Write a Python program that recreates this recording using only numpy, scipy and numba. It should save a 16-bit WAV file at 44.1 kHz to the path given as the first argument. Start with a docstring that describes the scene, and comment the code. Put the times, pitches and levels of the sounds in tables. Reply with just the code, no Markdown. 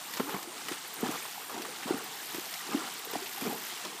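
"""A horse walks through a shallow river some ten metres away, heard in mono.
From the start the river washes, a cricket trills, another insect chirps and a katydid buzzes.
Then each leg slaps the surface, churns up bubbles and opens a pocket of air that shuts with a low plunk.
After it, bubbles ring in the wake and thrown spray patters back. As the strides go on, the katydid
ticks and buzzes again about once a second."""
import sys
import numpy as np
from scipy import signal
from scipy.fft import rfft, irfft
from scipy.io import wavfile
from scipy.ndimage import uniform_filter1d
from numba import njit

SR = 44100
rng = np.random.default_rng(int(sys.argv[2]) if len(sys.argv) > 2 else 0)


def wav_record(signal):
    """Record a signal, one row per channel, as 16-bit PCM in the file named by sys.argv[1]."""
    frames = np.transpose(np.atleast_2d(signal))
    bounded = np.clip(frames, -1, 1)
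    # unit amplitude maps onto the largest positive 16-bit level
    quanta = np.round(bounded * 32767).astype(np.int16)
    wavfile.write(sys.argv[1], SR, quanta)


N = 176400


def undb(db):
    return 10 ** (np.asarray(db) / 20)


def unit(x):
    return x / np.sqrt(np.mean(x ** 2))


def colour(x, spectrum):
    """Spectral shaping by (Hz, dB) points, to rms 1."""
    hz, db = np.array(spectrum).T
    f = np.maximum(np.fft.rfftfreq(N, 1 / SR), 1)
    gain = undb(np.interp(np.log(f), np.log(hz), db))
    return unit(irfft(rfft(x) * gain, N))


def band(hz, width_hz):
    """Resonance: noise in a single peak, rms 1."""
    f = np.fft.rfftfreq(N, 1 / SR)
    return unit(irfft(rfft(rng.standard_normal(N)) / (1 + ((f - hz) / width_hz * 2) ** 2), N))


def wander(rate_hz):
    """Random modulation: smoothed steps, rms 1."""
    k = max(int(SR / rate_hz), 1)
    steps = np.repeat(rng.standard_normal(N // k + 1), k)
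    return unit(uniform_filter1d(uniform_filter1d(steps, k), k)[:N])


@njit
def ring(starts, hz, cycles, sizes, glide):
    """Damped oscillation: each bubble is a dying sine whose pitch rises."""
    out = np.zeros(N)
    for k in range(len(starts)):
        n, phase = int(cycles[k] / hz[k] * SR), 0.
        for i in range(min(n, N - starts[k])):
            phase += 2 * np.pi * hz[k] * (1 + glide * i / n) / SR
            out[starts[k] + i] += sizes[k] * np.exp(-5 * i / n) * np.sin(phase)
    return out


def bubbles(spectrum, lo_hz, hi_hz, cycles, spread_db, glide, count):
    """Superposition of bubbles of random onset, pitch and size, to rms 1."""
    when, pitch, life, size = rng.random((count, 4)).T
    starts = (when * N).astype(np.int64)
    hz = lo_hz * (min(hi_hz, SR / 2) / lo_hz) ** pitch
    sizes = undb(spread_db * np.minimum(-np.log(1 - size), np.pi)) * hz
    return colour(ring(starts, hz, cycles * (.5 + life), sizes, float(glide)), spectrum)


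# The river's wash. Each row: frequency in Hz, relative level in dB.
RIVER_SPECTRUM = [(25, -32), (60, 9), (130, -37.5), (330, -17), (590, -6), (820, 1.5), (1500, -13.5),
                  (3000, -2.5), (6500, -4.5), (8500, 0), (10500, -9.5), (15000, -8)]

def river():
    """Broadband noise of running water, wavering slightly in level."""
    return undb(-48.5 + 0.24 * wander(10.37)) * colour(rng.standard_normal(N), RIVER_SPECTRUM)


# Insect chirps. Each row: centre in seconds, level in dB.
INSECT_CHIRPS = [(.03, -55), (.26, -54.5), (.505, -54), (.725, -54), (.985, -52), (1.24, -51.5),
                 (1.485, -53), (1.705, -52.5), (1.95, -55), (2.255, -55), (2.52, -57), (3.36, -57),
                 (3.7, -56)]

def far_insects(t, half_chirp_s=0.039):
    """Narrow-band resonance: pulsed for an insect's chirps, steady for a cricket's trill."""
    pulses = sum(undb(db) * np.exp(-((t - at) / half_chirp_s) ** 4) for at, db in INSECT_CHIRPS)
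    chirps = pulses * band(9000, width_hz=420)
    trill = undb(-61) * band(7300, width_hz=430)
    return chirps + trill


# Single wing strokes. Each row: centre in seconds, level in dB.
WING_TICKS = [(0.88, -43), (.941, -42), (1.010, -43), (1.982, -43.5), (2.043, -43), (2.940, -46),
              (2.994, -44), (3.053, -40.5), (3.115, -42)]
# Runs of strokes. Each row: start and end in seconds, level in dB before modulation.
WING_BUZZES = [(-.006, 0.454, -44), (1.043, 1.545, -45.5), (2.09, 2.626, -43.5), (3.195, 3.717, -41.5)]
# The wing's resonance. Each row: frequency in Hz, relative level in dB.
WING_SPECTRUM = [(9500, -20), (11100, -14), (11700, -0.5), (12300, -3), (13100, -4), (13900, -2),
                 (15200, -17)]

def katydid(t, stroke_hz=59.2, tick_s=0.0058, swell_s=0.14, stop_s=0.022):
    """Stridulation: a few single wing strokes, then a swelling run of them."""
    strokes = sum(undb(db) * np.exp(-((t - at) / tick_s) ** 2) for at, db in WING_TICKS)
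    for start, end, db in WING_BUZZES:
        swell = np.sqrt(np.clip((t - start) / swell_s, 0, 1)) * np.clip((end - t) / stop_s, 0, 1)
        pulses = 0.073 + 0.74 * np.cos(np.pi * stroke_hz * (t - start)) ** 2
        strokes += undb(db) * swell * pulses
    return strokes * colour(rng.standard_normal(N), WING_SPECTRUM)


def banks(x, t, t60_s=0.26, level_db=-15.5):
    """Reverberation: the leafy banks scatter back a faint tail."""
    scatter = colour(rng.standard_normal(N), [(150, -5.0), (1500, -8.5), (10000, -0.5)])
    tail = scatter * undb(-60 * t / t60_s) * (t > .008)
    return undb(level_db) * signal.fftconvolve(x, tail / np.sqrt(np.sum(tail ** 2)))[:N]


# Gurgling in the wake. Each row: frequency in Hz, relative level in dB.
GURGLE_SPECTRUM = [(130, -8), (220, -10.5), (340, -3.5), (460, -7), (600, -4.5)]

def gurgles():
    """Bubble resonance: lone bubbles ring low as they surface."""
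    return undb(-59) * bubbles(GURGLE_SPECTRUM, 153, 513, cycles=14, spread_db=1, glide=0.058, count=600)


# Legs sweeping through water. Each row: peak, rise and fall in seconds; churn, froth and spray in dB.
LEG_SWEEPS = [(.205, 0.0075, 0.036, -39.5, -41.5, -57), (0.284, 0.019, 0.015, -41, -44, -56),
              (0.346, 0.017, 0.023, -36.5, -34, -63), (0.719, 0.17, 0.028, -48, -52, -59),
              (1.067, 0.062, 0.074, -39.5, -35.5, -44), (1.541, 0.014, 0.11, -42, -45.5, -58),
              (1.914, 0.035, 0.11, -40.5, -38, -50), (2.355, 0.073, 0.062, -52.5, -52, -47.5),
              (2.735, 0.035, 0.049, -39, -37.5, -48), (2.805, 0.023, 0.15, -49.5, -45.5, -59),
              (3.155, 0.042, 0.073, -46.5, -42, -45), (3.47, 0.036, 0.064, -35, -39, -54),
              (3.851, 0.011, 0.083, -46, -42.5, -59)]
# Spray raining back. Each row: time in seconds, level in dB.
FALLING_SPRAY = [(0, -45.5), (.085, -46.5), (.135, -42), (.245, -46.5), (.33, -43.5), (.46, -52),
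                 (.6, -44.3), (.76, -43.5), (.92, -46), (1.2, -42.2), (1.46, -48), (1.56, -44.8),
                 (2.1, -44.7), (2.52, -43.2), (2.9, -42), (3.06, -45), (3.53, -42.3), (3.6, -44.3),
                 (3.66, -40.7), (3.75, -41), (3.92, -45.3)]
# Deep churn, small bubbles, fine drops and big drops. Each row: frequency in Hz, relative level in dB.
CHURN_SPECTRUM = [(50, -41), (90, -57), (130, -10.5), (220, 0.5), (330, 2), (460, 3), (580, -18),
                  (900, -83)]
FROTH_SPECTRUM = [(400, -2), (600, -8.5), (760, 0.5), (1200, -3.5), (1700, -12.5), (2500, -13.5),
                  (5000, -30)]
SPRAY_SPECTRUM = [(600, -11), (1000, -3.5), (2000, -1), (2500, -3.5), (3000, -1.5), (5000, -4), (8000, -8),
                  (10500, -11), (15000, -12)]
PLINK_SPECTRUM = [(1200, -2), (5000, -12.5)]

def wading(t, ripple_db=-50.5, plink_db=-11):
    """Incoherent sources add in power: strides stir bubbles and spray over ripples and falling drops."""
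    power = np.zeros((3, N))
    for at, rise, fall, *db in LEG_SWEEPS:
        sweep = np.exp(np.minimum((t - at) / rise, (at - t) / fall))
        power += (undb(db)[:, None] * sweep) ** 2
    churn_power, froth_power, spray_power = power
    falling = undb(np.interp(t, *np.array(FALLING_SPRAY).T))
    churn = bubbles(CHURN_SPECTRUM, 113, 745, cycles=11.3, spread_db=1, glide=0.06, count=3000)
    froth = bubbles(FROTH_SPECTRUM, 554, 4090, cycles=29.6, spread_db=5, glide=0.13, count=6000)
    drops = bubbles(SPRAY_SPECTRUM, 900, 16000, cycles=14, spread_db=4.2, glide=.06, count=48000)
    drops *= undb(.5 * wander(110))
    plinks = bubbles(PLINK_SPECTRUM, 1100, 4500, cycles=50, spread_db=3, glide=.1, count=300)
    return (churn * np.sqrt(churn_power)
            + froth * np.sqrt(froth_power + undb(ripple_db) ** 2)
            + drops * np.sqrt(spray_power + falling ** 2)
            + plinks * undb(plink_db) * falling)


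# Sheets of water landing. Each row: start in seconds, smack and hiss in dB, decay in seconds, pitch in Hz.
SURFACE_SLAPS = [(.136, -41, -29.5, 0.0053, 3200), (.169, -31.5, -32, 0.0087, 1160),
                 (0.198, -22, -33.5, 0.0045, 1070), (0.291, -33, -41, 0.013, 1140),
                 (0.427, -46, -32.5, 0.0052, 1410), (.683, -33, -30.5, 0.0085, 1530),
                 (0.718, -38.5, -38, 0.022, 1540), (1.111, -35, -45, .006, 8000),
                 (1.139, -38.5, -45, 0.025, 1100), (1.252, -33.5, -47, 0.005, 1026),
                 (1.495, -36, -44, 0.02, 1210), (1.619, -35, -31.5, 0.0044, 3000),
                 (1.649, -34.5, -43, 0.0091, 1330), (1.826, -37.5, -47, 0.016, 2280),
                 (1.877, -34.5, -38, 0.02, 690), (2.345, -32.5, -31, 0.0056, 1090),
                 (2.538, -36, -32, 0.0065, 5000), (3.132, -37.5, -34, 0.01, 850),
                 (3.259, -36, -50, 0.0085, 2760), (3.369, -42, -47, 0.018, 2900),
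                 (3.411, -38, -36.5, 0.015, 875), (3.439, -36, -49, 0.0061, 5000),
                 (3.849, -34, -33.5, 0.0045, 5000)]

def slaps(t, rise_s=0.0011):
    """Impact noise: water hits the surface with a short smack and a hiss of fine drops."""
    out = np.zeros(N)
    hiss = colour(rng.standard_normal(N), SPRAY_SPECTRUM)
    for at, smack_db, hiss_db, decay, hz in SURFACE_SLAPS:
        age = np.maximum(t - at, 0)
        envelope = (1 - np.exp(-age / rise_s)) * np.exp(-age / decay)
        out += envelope * (undb(smack_db) * band(hz, hz) + undb(hiss_db) * hiss)
    return out


def air_pockets(t, rows, rise_s, decay_cycles, glide_per_s):
    """Minnaert resonance: trapped air swings like a spring and dies away, rising in pitch."""
    out = np.zeros(N)
    for at, db, hz in rows:
        age = np.clip(t - at, 0, .5)
        envelope = (1 - np.exp(-(age / rise_s) ** 2)) * np.exp(-age * hz / decay_cycles)
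        phase = 2 * np.pi * hz * age * (1 + glide_per_s * age / 2)
        out -= undb(db) * envelope * np.sin(phase)
    return out


# Large bubbles in the wake. Each row: start in seconds, level in dB, starting pitch in Hz.
WAKE_BUBBLES = [(0.227, -35, 260), (.264, -37, 296), (.298, -40, 403), (0.471, -36, 333), (1.375, -28, 793),
                (1.562, -26.5, 735), (1.594, -37, 315), (1.682, -35, 480), (2.767, -29.5, 298),
                (2.802, -26, 1310), (3.095, -39, 440), (3.218, -31.5, 376)]

def bloops(t):
    """Light damping: large free bubbles ring on with a clear pitch."""
    return air_pockets(t, WAKE_BUBBLES, rise_s=0.0034, decay_cycles=5.3, glide_per_s=3)


# Air pockets closing. Each row: start in seconds, relative level in dB, starting pitch in Hz.
HOOF_POCKETS = [(0.1958, -25, 230), (0.2023, -21, 395), (.340, -28, 210), (0.713, -28.5, 320),
                (1.0283, -23, 396), (1.030, -24.5, 214), (1.089, -23, 276), (1.856, -32.5, 230),
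                (1.9059, -17, 324), (1.940, -26.5, 245), (2.344, -32.5, 315), (2.381, -30, 320),
                (2.689, -34.5, 338), (2.7452, -19.5, 274), (2.749, -28, 268), (3.071, -34, 420),
                (3.134, -29, 396), (3.1545, -19, 754), (3.158, -32, 274), (3.420, -30, 240),
                (3.467, -26.5, 384), (3.526, -26.5, 675)]

def plunks(t):
    """Heavy damping: the pocket behind a hoof shuts within a few cycles."""
    return undb(5) * air_pockets(t, HOOF_POCKETS, rise_s=0.0016, decay_cycles=1.71, glide_per_s=9.6)


def scene():
    """Superposition: the horse and its reverberation add to the river and the insects."""
    t = np.arange(N) / SR
    horse = wading(t) + gurgles() + slaps(t) + bloops(t) + plunks(t)
    mono = horse + banks(horse, t) + river() + katydid(t) + far_insects(t)
    return np.array([mono, mono])


def record(dry, low_hz=112, top_hz=15250):
    """Band limiting: a small microphone drops the bass and cuts the top."""
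    thin = signal.sosfilt(signal.butter(6, low_hz, "high", fs=SR, output="sos"), dry)
    return signal.sosfilt(signal.ellip(14, .2, 80, top_hz, fs=SR, output="sos"), thin)


dry = scene()
out = record(dry)
wav_record(out)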